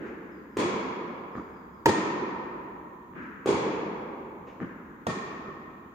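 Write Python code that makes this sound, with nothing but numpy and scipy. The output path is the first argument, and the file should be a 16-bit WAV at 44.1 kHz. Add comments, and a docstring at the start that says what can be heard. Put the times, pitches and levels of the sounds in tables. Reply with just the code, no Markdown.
"""Doubles in a steel tennis hall

Stereo microphone behind one baseline. Far and near rackets take turns: the hollow ball thuds, the
strings ping, the felt cracks; between strokes the ball bounces. Walls and roof girders slap back,
and the hall rings for over two seconds. Shoes pad and scuff over the murmur of the building,
and early on a faint high chirp repeats."""
import sys
import numpy as np
from scipy import signal
from scipy.fft import rfft, irfft, next_fast_len
from scipy.io import wavfile
from scipy.ndimage import map_coordinates

SR = 44100
rng = np.random.default_rng(int(sys.argv[2]) if len(sys.argv) > 2 else 0)


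def dump(signal):
    """Clip the signal to [-1, 1] and save it as 16-bit WAV at the path in sys.argv[1]."""
    limited = np.clip(np.atleast_2d(signal).T, -1, 1)
    pcm = np.round(limited * 32767).astype(np.int16)
    wavfile.write(sys.argv[1], SR, pcm)


N = 261954
T = np.arange(SR // 5) / SR  # time within one blow, s

# Levels in the tables are relative: each source trims them on the way to the microphone.
# spectrum of the building's murmur: freq_hz, level_db
ROOM_TONE = [(20, -18), (40, -6), (65, 0.5), (120, -5), (200, 4), (380, 0), (650, -44.5), (1050, 0),
             (2000, -40), (3200, -29), (5000, -41), (9500, -40), (12500, -37), (16000, -39)]
# ball on the court: start_s, thump_db, thump_hz, slap_db, edge_hz, direct_db, hall_build_s
BOUNCES = [(-0.03, -30, 338, -36.5, 3430, -38, 0.046), (1.3530, -42.5, 224, -39, 1540, 4.5, 0.0082),
           (3.1350, -36, 222, -34, 3500, -18, 0.037), (4.6022, -37, 226, -39, 3000, -2, 0.0088),
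           (5.459, -55, 330, -50, 1510, 9.5, 0.045)]
# spectrum of the shell's slap: freq_hz, level_db
BOUNCE_SLAP = [(200, -16.5), (700, -18.5), (1250, 21.5), (1700, 19.5), (2250, 9), (3000, -0.5),
               (4500, -26.5), (9000, -54.5)]
# walls around a bounce: delay_s, level_db
COURT_ECHOES = [(0.024, 3), (0.029, 2.7), (0.044, 1)]
# the hardest footfalls: start_s, step_db, scuff_db
HARD_STEPS = [(0.05, -40, -45.5), (3.209, -44, -49.5), (3.719, -49.5, -39), (4.465, -55, -44.5)]
# spectrum of a rubbing sole: freq_hz, level_db
SCUFF = [(300, 7), (1600, 4), (2500, 9), (3300, -8.5), (4800, -13), (6800, -20), (10000, -27),
         (16000, -45.5)]
# strokes at the far baseline:
# start_s, thud_db, thud_hz, boom_db, strings_db, pitch_hz, upper_db, crack_db, direct_db
FAR_STROKES = [(0.5690, -22.5, 345.6, -29.5, -24.5, 993, -31.5, -23, -1.5),
               (3.4590, -18.5, 377, -27.5, -23, 852, -32.5, -23.5, -3)]
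# main modes of the far string bed: pitch_ratio, level_db, t60_s
FAR_STRING_MODES = [(0.801, -6, 0.064), (1, 23.5, 0.0072), (1.218, -1.5, 0.017)]
# overtones of the far strings: freq_hz, level_db, t60_s
FAR_OVERTONES = [(1610, 6, 0.015), (2207, 9.5, 0.015), (2760, -11.5, 0.032), (3343, -1.5, 0.035),
                 (4320, -17.5, 0.086), (5230, -23, 0.018)]
# spectrum of the felt's crack: freq_hz, level_db
CRACK = [(40, -4.5), (150, 5), (600, 15), (1500, 2.5), (2400, 2.5), (3000, -4), (4500, -7), (7000, -12.5),
         (9000, -5), (12500, -21), (16000, -19)]
# strokes near the microphone: start_s, thud_db, thud_hz, boom_db, strings_db, pitch_hz,
# upper_db, knock_db, crack_db, direct_db, right_lead_ms
NEAR_STROKES = [(1.8570, -21.5, 323.7, -23, -22, 941, -28, -35, -17, -0.5, 0.15),
                (5.0665, -33, 345, -28, -31.5, 1080, -33, -33.5, -25.5, -5, 0.3)]
# overtones of the near strings: freq_hz, level_db, t60_s
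NEAR_OVERTONES = [(1275, -5.5, 0.11), (1835, 1, 0.055), (2390, -10, 0.069), (3380, 0, 0.012),
                  (4804, 4.5, 0.004)]
# frame mode rung by a ball met off centre: freq_hz, level_db, t60_s
FRAME_KNOCK = [(618, 0, 0.022)]
# closest surface, back wall and corner at the near end: delay_s, level_db
NEAR_ECHOES = [(0.0042, -5), (0.026, -6), (0.0351, -1.5)]
# what a wall gives back: freq_hz, gain_db
WALL = [(1200, -3), (4000, -5), (8000, -4), (14000, -11)]
# spectrum of the early scatter: freq_hz, level_db
EARLY_COLOUR = [(60, 3.5), (200, 11.5), (600, -1), (1200, -11), (4000, 4.5), (12000, -10)]
# spectrum of the hall's tail: freq_hz, level_db
HALL_COLOUR = [(50, -20.5), (120, -6), (200, 3), (350, 1.5), (500, -2), (660, -8.5), (950, 0), (2500, 0.5),
               (5000, 4), (8000, 3), (13000, -2.5)]
# decay of the hall's tail: freq_hz, t60_s
HALL_T60 = [(60, 0.8), (150, 3.47), (400, 2.64), (1000, 3.45), (2000, 2.535), (3500, 1.514), (6500, 0.99),
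            (9000, 0.51), (14000, 0.18)]
# likeness of left and right in the diffuse sound: freq_hz, correlation
COHERENCE = [(100, 0.98), (250, 0.91), (500, 0.77), (1000, 0.049), (2000, -0.05), (6000, -0.036)]
# response common to both microphone ports: freq_hz, gain_db
MICROPHONE = [(25, -5), (55, -0.5), (5800, -1), (6750, 7.5), (7700, -3), (10000, -8.5), (11200, -16),
              (12200, 3), (15500, -0.5)]
# imbalance of the ports: freq_hz, left_minus_right_db
PORT_BALANCE = [(200, 0.5), (550, -1), (1000, -2.5), (2000, 4), (4000, 1), (8000, 3), (13000, -2)]


def amp(db):
    """Decibels to gain."""
    return 10 ** (np.asarray(db) / 20)


def along(points, hz):
    """A curve through (freq_hz, value) points, read at hz on a log axis."""
    freqs, values = np.transpose(points)
    return np.interp(np.log(hz + 1), np.log(freqs + 1), values)


def blow(x):
    """Scale to the energy of 10 ms at rms 1."""
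    return x * np.sqrt(SR / 100 / np.sum(x ** 2))


def filtered(x, response):
    """Pass x through a gain given as a function of frequency."""
    n = x.shape[-1]
    padded = next_fast_len(n + SR // 10)
    return irfft(rfft(x, padded) * response(np.fft.rfftfreq(padded, 1 / SR)), padded)[..., :n]


def add(track, start_s, x):
    """Mix x into the track from start_s on."""
    i = round(start_s * SR)
    x = x[..., max(-i, 0):N - i]
    track[..., max(i, 0):max(i, 0) + x.shape[-1]] += x


def click(spectrum):
    """A causal click with this spectrum."""
    n = len(T)
    cepstrum = irfft(np.log(amp(along(spectrum, np.fft.rfftfreq(n, 1 / SR)))), n)
    return blow(irfft(np.exp(rfft(2 * cepstrum[:n // 2], n)), n))


def ring(modes, attack_s):
    """Damped modes that swell during contact; a small body radiates only their change."""
    swell = 1 - np.exp(-T / attack_s)
    motion = swell * sum(amp(db - 60 * T / t60) * np.sin(2 * np.pi * hz * T) / hz
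                         for hz, db, t60 in modes)
    return blow(np.diff(motion, prepend=0))


def diffuse(n, colour):
    """Noise reaching the microphone from all sides: alike in the bass, unrelated in the treble."""
    def mid_side_gains(hz):
        angle = np.arccos(np.clip(along(COHERENCE, hz), -1, 1)) / 2
        return amp(along(colour, hz)) * [np.cos(angle), np.sin(angle)]
    mid, side = filtered(rng.standard_normal((2, n)), mid_side_gains)
    return np.array([mid + side, mid - side])


def hall(x, build_s, early_db, early_t60_s):
    """Scatter from nearby walls, then the long tail in which the treble dies first."""
    n = 3 * SR
    t = np.arange(n) / SR
    hz, frame_s, bands = signal.stft(diffuse(n, HALL_COLOUR), SR, nperseg=512)
    decay = amp(-60 * frame_s / along(HALL_T60, hz)[:, None])
    tail = signal.istft(bands * decay, SR, nperseg=512)[1][:, :n]
    early = diffuse(n, EARLY_COLOUR) * amp(early_db - 60 * t / early_t60_s)
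    build = 1 - np.exp(-(t / build_s) ** 2)
    return signal.fftconvolve(x[None], amp(-33.5) * build * (tail + early), axes=1)


def arrive(start_s, x, echoes, lead_ms, mirror=0.69, scatter=0.9, scatter_t60_s=0.092):
    """A blow at the microphone, then duller echoes, part mirrored, part scattered by girders and banners."""
    out = np.zeros((2, N))
    right_first = lambda hz: np.exp(-1j * np.pi * hz * lead_ms / 1000 * np.array([[1], [-1]]))
    add(out, start_s, filtered(x, right_first))
    dull = filtered(x, lambda hz: amp(along(WALL, hz)))
    for delay_s, db in echoes:
        wall = diffuse(len(T), EARLY_COLOUR) * amp(-60 * T / scatter_t60_s)
        smear = signal.fftconvolve(dull[None], wall, axes=1)[:, :len(T)]
        echo = mirror * dull + scatter * smear * np.std(dull) / np.std(smear)
        add(out, start_s + delay_s, amp(db) * echo)
    return out


def room_tone():
    """All around, the steady murmur of the building under a thin hiss."""
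    murmur = diffuse(N, ROOM_TONE)
    return amp(-51) * murmur / np.std(murmur)


def bounces():
    """The ball meets the court: a low thump and a slap of its shell, which the felt cushions."""
    out = np.zeros((2, N))
    contact = 1 - np.exp(-T / 0.0003)
    for start_s, thump_db, thump_hz, slap_db, edge_hz, direct_db, build_s in BOUNCES:
        cushion = lambda hz: 1 / (1 + (hz / edge_hz) ** 4)
        thump = amp(thump_db) * ring([(thump_hz, 0, 0.013)], attack_s=0.00035)
        shell = amp(slap_db) * ring([(1213, -2.5, 0.014), (1740, -2, 0.0089)], attack_s=0.0006)
        direct = contact * filtered(thump + shell, cushion)
        out += arrive(start_s, amp(direct_db) * direct, COURT_ECHOES, lead_ms=0.077)
        pop = filtered(thump + amp(slap_db) * click(BOUNCE_SLAP), cushion)
        add(out, start_s, hall(pop, build_s, early_db=8.5, early_t60_s=0.24))
    return out


def footwork(count, stride_s=0.6, scatter_s=0.12, step_db=-52, scuff_db=-66, spread_db=2):
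    """Light steps at a loose, even pace: start_s, step_db, scuff_db."""
    steps = []
    for k, (late, weight, drag) in enumerate(rng.standard_normal((count, 3))):
        start_s = (k + 0.5) * stride_s + scatter_s * late
        if start_s < N / SR:
            steps.append((start_s, step_db + spread_db * weight, scuff_db + spread_db * drag))
    return steps


def shoes():
    """Out on the court, each footfall is a soft pad and a short scuff of the sole."""
    feet = np.zeros(N)
    for start_s, step_db, scuff_db in HARD_STEPS + footwork(count=10):
        pad = ring([(218, 0, 0.038)], attack_s=0.0015)
        rub = filtered(rng.standard_normal(len(T)), lambda hz: amp(along(SCUFF, hz)))
        scuff = blow(rub * T * amp(-60 * T / 0.15))
        add(feet, start_s, amp(step_db) * pad + amp(scuff_db) * scuff)
    reverb = hall(feet, build_s=0.0057, early_db=-17.5, early_t60_s=0.1)[:, :N]
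    return amp(-3.5) * feet + amp(-7) * reverb


def chirps(first_s=0.313, every_s=0.202, start_hz=5200, end_hz=4500, length_s=0.087, count=8):
    """Faint in the hall, a run of thin, fluttering whistles, each sliding down as it fades."""
    calls = np.zeros(N)
    pitch_hz = start_hz + (end_hz - start_hz) * T / length_s
    release = np.clip((length_s - T) / 0.01 + 1, 0, 1)
    envelope = (1 - np.exp(-T / 0.008)) * amp(-60 * T / 0.82) * release
    for k in range(count):
        flutter = map_coordinates(rng.standard_normal(len(T)), [T * 150])  # 150 random turns a second
        level_db = -76 + 2 * rng.standard_normal() + 3 * flutter
        phase = 2 * np.pi * np.cumsum(pitch_hz * (1 + 0.0038 * flutter)) / SR
        add(calls, first_s + k * every_s, amp(level_db) * envelope * np.sin(phase))
    return calls + amp(-3.5) * hall(calls, build_s=0.015, early_db=8, early_t60_s=0.3)[:, :N]


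def ball(thud_db, thud_hz, boom_db, t60_s, cut_hz=92):
    """The squashed ball's hollow thud and the frame's boom; both are too small to radiate deep bass."""
    thud = ring([(thud_hz, 0, t60_s)], attack_s=0.003)
    boom = ring([(164, 6.5, 0.012), (105, -11.5, 0.039)], attack_s=0.0011)
    low_cut = lambda hz: hz ** 2 / (hz ** 2 - cut_hz ** 2 - 1j * hz * cut_hz)
    return filtered(amp(thud_db) * thud + amp(boom_db) * boom, low_cut)


def felt(force_db):
    """Felt tearing over the strings during contact; a harder blow is brighter."""
    rub = rng.standard_normal(len(T)) * amp(-60 * T / 0.032) * (1 - np.exp(-T / 0.003))
    crack = signal.fftconvolve(rub, click(CRACK))[:len(T)]
    edge_hz = 12500 * amp(0.61 * (force_db + 29))
    return amp(force_db) * blow(filtered(crack, lambda hz: 1 / (1 + (hz / edge_hz) ** 4)))


def girders(count, first_s=0.029, step_s=0.0195, first_db=3.5, loss_db=2.5):
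    """Echoes from one roof girder after another, ever weaker: delay_s, level_db."""
    return [(first_s + k * step_s, first_db - k * loss_db) for k in range(count)]


def far_strokes():
    """From the far baseline the thud arrives first and the hall brings most of the ping."""
    out = np.zeros((2, N))
    for (start_s, thud_db, thud_hz, boom_db, strings_db, pitch_hz,
         upper_db, crack_db, direct_db) in FAR_STROKES:
        modes = [(ratio * pitch_hz, db, t60) for ratio, db, t60 in FAR_STRING_MODES]
        strings = amp(strings_db) * ring(modes, attack_s=0.002)
        upper = amp(upper_db) * ring(FAR_OVERTONES, attack_s=0.00054)
        thud = ball(thud_db - 1.5, thud_hz, boom_db - 11, t60_s=0.019)
        direct = thud + amp(-21) * strings + amp(-10.5) * felt(crack_db)
        out += arrive(start_s, amp(direct_db) * direct, girders(count=4), lead_ms=0)
        pop = ball(thud_db, thud_hz, boom_db, t60_s=0.0079)
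        crack = amp(crack_db) * click(CRACK)
        add(out, start_s, hall(pop, build_s=0.011, early_db=-10, early_t60_s=0.61))
        add(out, start_s, hall(strings + upper, build_s=0.0093, early_db=-17.5, early_t60_s=1.0))
        add(out, start_s, hall(crack, build_s=0.018, early_db=-13, early_t60_s=0.25))
    return out


def near_strokes():
    """Near the microphone and off to the right, a racket booms and its strings ring on brightly."""
    out = np.zeros((2, N))
    contact = 1 - np.exp(-T / 0.00096)
    for (start_s, thud_db, thud_hz, boom_db, strings_db, pitch_hz,
         upper_db, knock_db, crack_db, direct_db, lead_ms) in NEAR_STROKES:
        thud = ball(thud_db - 2.5, thud_hz, boom_db + 0.5, t60_s=0.026)
        ping = amp(strings_db + 5) * ring([(pitch_hz, 0, 0.024)], attack_s=0.016)
        upper = amp(upper_db) * ring(NEAR_OVERTONES, attack_s=0.003)
        knock = amp(knock_db) * ring(FRAME_KNOCK, attack_s=0.0011)
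        direct = contact * (thud + ping + upper + amp(8) * knock) + felt(crack_db)
        out += arrive(start_s, amp(direct_db) * direct, NEAR_ECHOES, lead_ms,
                      mirror=0.52, scatter=0.69, scatter_t60_s=0.052)
        # a shorter thud and ping set the hall ringing
        short_thud = ball(thud_db - 0.5, thud_hz, boom_db - 4.5, t60_s=0.013)
        short_ping = amp(strings_db) * ring([(pitch_hz, 0, 0.014)], attack_s=0.018)
        pop = short_thud + short_ping + upper + knock
        crack = amp(crack_db - 3.5) * click(CRACK)
        add(out, start_s, hall(pop, build_s=0.012, early_db=7.5, early_t60_s=0.18))
        add(out, start_s, hall(crack, build_s=0.015, early_db=3, early_t60_s=0.078))
    return out


def scene():
    """The rally over the hall's background, from behind the baseline."""
    return far_strokes() + near_strokes() + bounces() + shoes() + chirps() + room_tone()


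def record(dry):
    """Two small microphone ports, each with its own colour, and nothing above 15.8 kHz."""
    ports = lambda hz: amp(along(MICROPHONE, hz) + along(PORT_BALANCE, hz) * np.array([[0.5], [-0.5]]))
    return filtered(dry, lambda hz: ports(hz) * (hz < 15800))


dry = scene()
out = record(dry)
dump(out)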